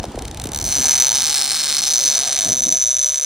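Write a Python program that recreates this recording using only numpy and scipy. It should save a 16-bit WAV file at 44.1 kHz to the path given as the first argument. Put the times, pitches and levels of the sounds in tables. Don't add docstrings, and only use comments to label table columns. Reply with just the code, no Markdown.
import sys
import numpy as np
from scipy import signal
from scipy.fft import rfft, irfft
from scipy.io import wavfile
from scipy.ndimage import uniform_filter1d

SR = 44100
rng = np.random.default_rng(int(sys.argv[2]) if len(sys.argv) > 2 else 0)


def to_wav(sig):
    pcm = np.clip(np.atleast_2d(sig), -1, 1) * 32767
    pcm = np.round(pcm).astype(np.int16)
    wavfile.write(sys.argv[1], SR, pcm.T)


N = 143325


def amp(db):
    return 10 ** (np.asarray(db) / 20)


def evened(x):
    return x / np.sqrt(np.mean(x ** 2) + 1e-20)


def over_time(table, index):
    rows = np.array(table)
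    return np.interp(np.arange(N) / SR, rows[:, 0], rows[:, index])


def over_frequency(points, hz):
    f, value = np.transpose(points)
    return np.interp(np.log(hz + 1), np.log(f + 1), value)


def resonate(x, hz, width):
    turn = np.exp(2j * np.pi * np.cumsum(hz * np.ones(N)) / SR)
    r = np.exp(-np.pi * width / SR)
    smooth = signal.lfilter([1 - r], [1, -r], x / turn + 1e-18)
    return 2 * (turn * smooth).real


def noise(colour, same, patchy_db):
    frames, hz = N // 256 + 5, np.fft.rfftfreq(1024, 1 / SR)
    a, b, c, d, patches = rng.standard_normal((frames, 513, 5)).T
    patches = uniform_filter1d(patches, 8, 0)
    patches = evened(uniform_filter1d(patches, 8, 1))
    share = np.clip(same(hz), -1, 1)[:, None]
    left = a + 1j * b
    right = share * left + np.sqrt(1 - share ** 2) * (c + 1j * d)
    spectrum = np.array([left, right])
    spectrum *= amp(over_frequency(colour, hz)[:, None] + patchy_db * patches)
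    return evened(signal.istft(spectrum, nperseg=1024, noverlap=768)[1][:, :N])


def wash(hits):
    # t/s, wash level/dB, whir level/dB, whir f/Hz
    course = [(0, -38.5, -53, 792), (.7, -38.5, -55, 920), (1.05, -37, -39.5, 894), (1.4, -45, -41, 815),
              (1.95, -41, -64, 824.2), (2.02, -38.5, -47, 499.2), (2.25, -38.5, -40.5, 733.5),
              (2.55, -42.5, -38.5, 633), (2.8, -49, -46.5, 620), (3.25, -48.5, -51, 603)]
    # f/Hz, level/dB
    wash_colour = [(180, -51), (330, -12.5), (480, -7), (814, -4.5), (1210, -15.5), (1530, -17),
                   (10000, -30.5), (11900, -73), (16000, -82)]
    # f/Hz, share
    likeness = [(100, 0.89), (250, 1), (500, 1), (800, 0.6), (1300, 0.95), (2500, 1), (5000, 1),
                (12000, 0.14)]
    whir_width_hz, whir_tick = 220, 37
    hiss = noise(wash_colour, lambda hz: over_frequency(likeness, hz), patchy_db=2.0)
    hz = over_time(course, index=3)
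    even = hits / (uniform_filter1d(hits, size=4000) + 1e-4) / 300
    whir = resonate(hiss + whir_tick * even, hz, whir_width_hz)
    whir = evened(resonate(whir, hz, whir_width_hz))
    return amp(over_time(course, index=1)) * hiss + amp(over_time(course, index=2)) * whir


def wind():
    # t/s, deep rumble level/dB, buffeting level/dB
    gusts = [(0, -19.5, -39), (.04, -56, -36), (.08, -25, -35), (.12, -54, -37.5), (.17, -23.5, -37),
             (.23, -33, -35.5), (.43, -28, -41.5), (.46, -29, -44), (.5, -35.5, -38.5), (.64, -27, -35),
             (.74, -38.5, -40.5), (.8, -36, -32), (.86, -37.5, -41), (1.05, -44, -44.5), (1.6, -50, -46.5),
             (2.43, -48.5, -46.5), (2.47, -46, -28.5), (2.52, -35, -30.5), (2.55, -43, -38),
             (2.63, -39, -39), (2.67, -46, -30), (2.76, -46, -47), (2.82, -45, -54), (3.25, -53.5, -64)]
    # f/Hz, level/dB
    rumble_colour = [(20, -35), (40, 0), (62, 4), (110, -6), (160, -11.5), (400, -80)]
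    buffet_colour = [(60, -53), (130, -6), (250, -2.5), (380, -9.5), (600, -15.5), (1500, -35)]
    rumble = noise(rumble_colour, lambda hz: 1 + 0 * hz, patchy_db=-0.5)
    buffet = noise(buffet_colour, lambda hz: 1 - 0.01 * (hz / 250) ** 2, patchy_db=1.5)
    return amp(over_time(gusts, index=1)) * rumble + amp(over_time(gusts, index=2)) * buffet


def knocks():
    # t/s, level before rise and decay/dB, start pitch f/Hz, 60 dB decay time t60/s
    blows = [(0.0399, -8.5, 1124, 0.022), (0.1452, -17, 790, 0.03), (0.1754, -9.5, 936, .025),
             (.455, -15, 592, 0.054), (.49, -21, 594, .05), (.785, -22, 895, 0.028)]
    end_share, drop_s, rise_s = 0.212, 0.0037, 0.0027
    out, t = np.zeros(N), np.arange(3000) / SR
    for s, db, hz, t60 in blows:
        pitch = hz * (end_share + (1 - end_share) * np.exp(-t / drop_s))
        turns = np.cumsum(pitch) / SR
        envelope = amp(db - 60 * t / t60) * np.minimum(t / rise_s, 1)
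        out[round(s * SR):][:3000] -= envelope * np.sin(2 * np.pi * turns)
    return out


def pawl():
    # t/s, strike level/dB
    clicks = [(0.0303, -28), (0.0393, -26), (0.052, -30), (0.085, -42), (0.119, -36.5), (0.156, -33),
              (0.1906, -24.5), (0.221, -24.5), (0.2522, -25.5), (0.2806, -25.5), (0.3116, -26.5),
              (0.3447, -27.5), (0.372, -26), (0.3977, -20.5), (0.4175, -23.5), (0.4387, -20), (0.4553, -24),
              (0.47, -24), (0.4888, -26.5), (0.5178, -20.5), (0.5325, -21), (0.5459, -18), (0.5593, -17.5),
              (0.5735, -21.5), (0.5871, -18), (0.599, -24), (0.613, -19), (0.6262, -21.5), (0.6409, -18),
              (0.6504, -18.5), (0.6638, -17), (0.6951, -19), (0.7165, -16), (0.7239, -12), (0.7598, -16),
              (0.8332, -14.5), (0.8409, -10.5), (0.8479, -18), (0.8684, -12.5), (0.8746, -19),
              (0.8933, -9.5), (0.9005, -17), (0.9298, -12.5), (0.9897, -12), (1.0056, -7), (1.0126, -8),
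              (1.0212, -4.5), (1.038, -8), (1.0748, -11.5), (1.0815, -8.5), (1.0996, -11), (1.117, -8.5),
              (1.1267, -10.5), (1.1338, -16), (1.2189, -8), (1.2296, -13.5), (1.2404, -11.5), (1.2536, -13),
              (1.2658, -10.5), (1.3417, -10.5), (1.3778, -15), (1.4132, -10.5), (1.4202, -11),
              (1.4251, -40), (1.4406, -14.5), (1.4972, -15.5), (1.5059, -14), (1.5162, -14), (1.5955, -17),
              (1.6361, -15.5), (1.7669, -12.5), (1.7816, -12.5), (1.9014, -16), (1.9128, -13),
              (1.9391, -12.5), (1.9573, -11.5), (1.9897, -11.5), (2.03, -12.5), (2.0493, -14), (2.0994, -9),
              (2.149, -10), (2.1555, -12), (2.179, -9), (2.1891, -8.5), (2.2331, -11), (2.2756, -9),
              (2.3066, -14), (2.388, -6), (2.3977, -9.5), (2.4073, -7), (2.426, -10.5), (2.4365, -12),
              (2.4471, -8.5), (2.4679, -15), (2.4894, -9), (2.4982, -11.5), (2.519, -8.5), (2.5294, -7),
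              (2.5966, -13.5), (2.6124, -28), (2.6281, -14), (2.683, -12.5), (2.69, -9), (2.7016, -14),
              (2.7086, -14.5), (2.7231, -6.5), (2.77, -9.5), (2.7984, -16), (2.8137, -10), (2.8223, -10.5),
              (2.8474, -14), (2.8812, -12.5), (2.9127, -11.5), (2.9662, -10), (2.9916, -10), (3.013, -13),
              (3.0346, -9.5), (3.0437, -11), (3.0498, -16), (3.059, -10), (3.0925, -13), (3.1194, -13),
              (3.1423, -12), (3.157, -13), (3.1797, -13.5), (3.2105, -13), (3.2366, -13.5), (3.2447, -13)]
    # t/s, rate/clicks per s, mean strike level/dB
    run = [(.65, 126.7, -20.5), (.8, 134.7, -15), (1.05, 136, -9.5), (1.3, 141, -13.5),
           (1.65, 147.5, -19.5), (2.05, 129.5, -12), (2.35, 138, -12.5), (2.8, 126, -13.5),
           (3.25, 140, -16.5)]
    jitter, spread_db = .1, 1.5
    bounce_share, bounce_s, bounce_db, early_share = .75, .0028, -6, .5
    s, db = np.transpose(clicks)
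    rows = np.array(run)
    ends = np.sort(np.r_[s[s > rows[0, 0]], (N - 1) / SR])
    tooth = np.interp(ends, np.arange(N) / SR, np.cumsum(over_time(run, index=1)) / SR)
    count = np.r_[0, np.cumsum(np.maximum(np.round(np.diff(tooth)), 1))]
    whole = np.setdiff1d(np.arange(count[-1]), count)
    draw = rng.standard_normal((600, 2))[:len(whole)]
    between = np.interp(whole + np.clip(jitter * draw[:, 0], -.4, .4), count, ends)
    level = np.interp(between, rows[:, 0], rows[:, 2]) + spread_db * draw[:, 1]
    at = (np.r_[s, between] * SR).astype(int)
    db = np.r_[db, level]
    u = rng.random((800, 3))[:len(at)]
    side = np.sign(u[:, 2] - early_share)
    offset = (bounce_s * SR * (0.85 + .6 * u[:, 0]) * side).astype(int)
    bounce_at = np.clip(at + offset, 0, N - 1)
    hits = np.zeros(N)
    np.add.at(hits, at, amp(db))
    np.add.at(hits, bounce_at, (u[:, 1] < bounce_share) * amp(db + bounce_db))
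    return hits


def reel(hits):
    # t/s, then level/dB of ring, frame, spool, treble, low and top modes
    mode_levels = [(0, -5.5, -12, -8.5, -10, -5, -10.5), (.47, -7.5, -11, -12.5, -8.5, -10.5, -6.5),
                   (.62, 1.5, -17, -8.5, -9, -13, -5.5), (.85, 1, -16.5, -10, -10, -11.5, -8.5),
                   (1.1, -1.5, -15, -12, -14.5, -16, -13), (1.36, -6.5, -12.5, -6, -7.5, -11.5, -9),
                   (1.68, -4.5, -8, -1.5, -4.5, -7, -6), (1.97, 2, -13.5, -7.5, -11.5, -16.5, -9.5),
                   (2.3, -4.5, -15, -11.5, -13, -15, -17), (2.6, 0, -17.5, -18.5, -15.5, -21, -14),
                   (2.9, 1, -18.5, -21, -16, -22, -18), (3.25, 0.5, -17, -17.5, -14, -18, -14.5)]
    # f/Hz, width of one of three equal stages/Hz, relative level/dB
    ring = [(6068, 556, -3)]
    frame = [(3698, 500, 0)]
    spool = [(4234, 424, -1.9), (5337, 1180, -0.44)]
    treble = [(7470, 1400, -0.7), (8460, 910, 0.55), (8970, 780, 2.84)]
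    low = [(1303, 555, -9), (1706, 363, -9.5), (2226, 1340, -4.5), (2975, 540, -6)]
    top = [(10400, 2200, -2), (12600, 1700, -2), (14900, 2600, -3)]
    # f/Hz, phase by which the left leads/rad
    port = [(0, 0), (1600, -.1), (4600, -.25), (6200, -.9), (7240, -1.3), (9130, -2.1), (10400, -2.75),
            (16500, -2.7)]
    rise_s, fall_s = .0005, .0008
    tick, ring_tick = 22., 30.
    rattle_db, vary_db, apart = -6, 1.3, 0.24
    t, hz = np.arange(600) / SR, np.fft.rfftfreq(N, 1 / SR)
    shape = (1 - np.exp(-t / rise_s)) ** 2 * np.exp(-t / fall_s)
    out = np.zeros((2, N))
    for k, modes in enumerate([ring, frame, spool, treble, low, top]):
        for f, w, db in modes:
            own = hits * amp((vary_db if k else 1) * rng.standard_normal(N))
            push = signal.oaconvolve(own, shape / shape.max())[:N]
            push += amp(rattle_db) * uniform_filter1d(push, size=2000)
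            drive = push * rng.standard_normal((2, N)) * [[1], [apart]]
            drive[0] += (tick if k else ring_tick) * np.roll(own, round(rise_s * SR))
            answer = amp(db) * np.sqrt(SR / w / 8) / (1 + 2j * (hz - f) / w) ** 3
            out += irfft(rfft(drive) * answer, N) * amp(over_time(mode_levels, index=k + 1))
    turn = np.exp(.5j * over_frequency(port, hz))
    left_right = [out[0] + out[1], out[0] - out[1]]
    return irfft(rfft(left_right) * np.array([turn, 1 / turn]), N)


def scene():
    hits = pawl()
    return reel(hits) + knocks() + wind() + wash(hits)


def record(dry):
    bass_cut_hz, edge_hz = 42, 15900
    held = 1.223 * np.tanh(dry / 1.263)
    held = signal.sosfilt(signal.butter(3, bass_cut_hz, 'high', fs=SR, output='sos'), held)
    band = signal.firwin(511, edge_hz, window=("kaiser", 9), fs=SR)
    return signal.oaconvolve(held, band[None], "same")


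dry = scene()
out = record(dry)
to_wav(out)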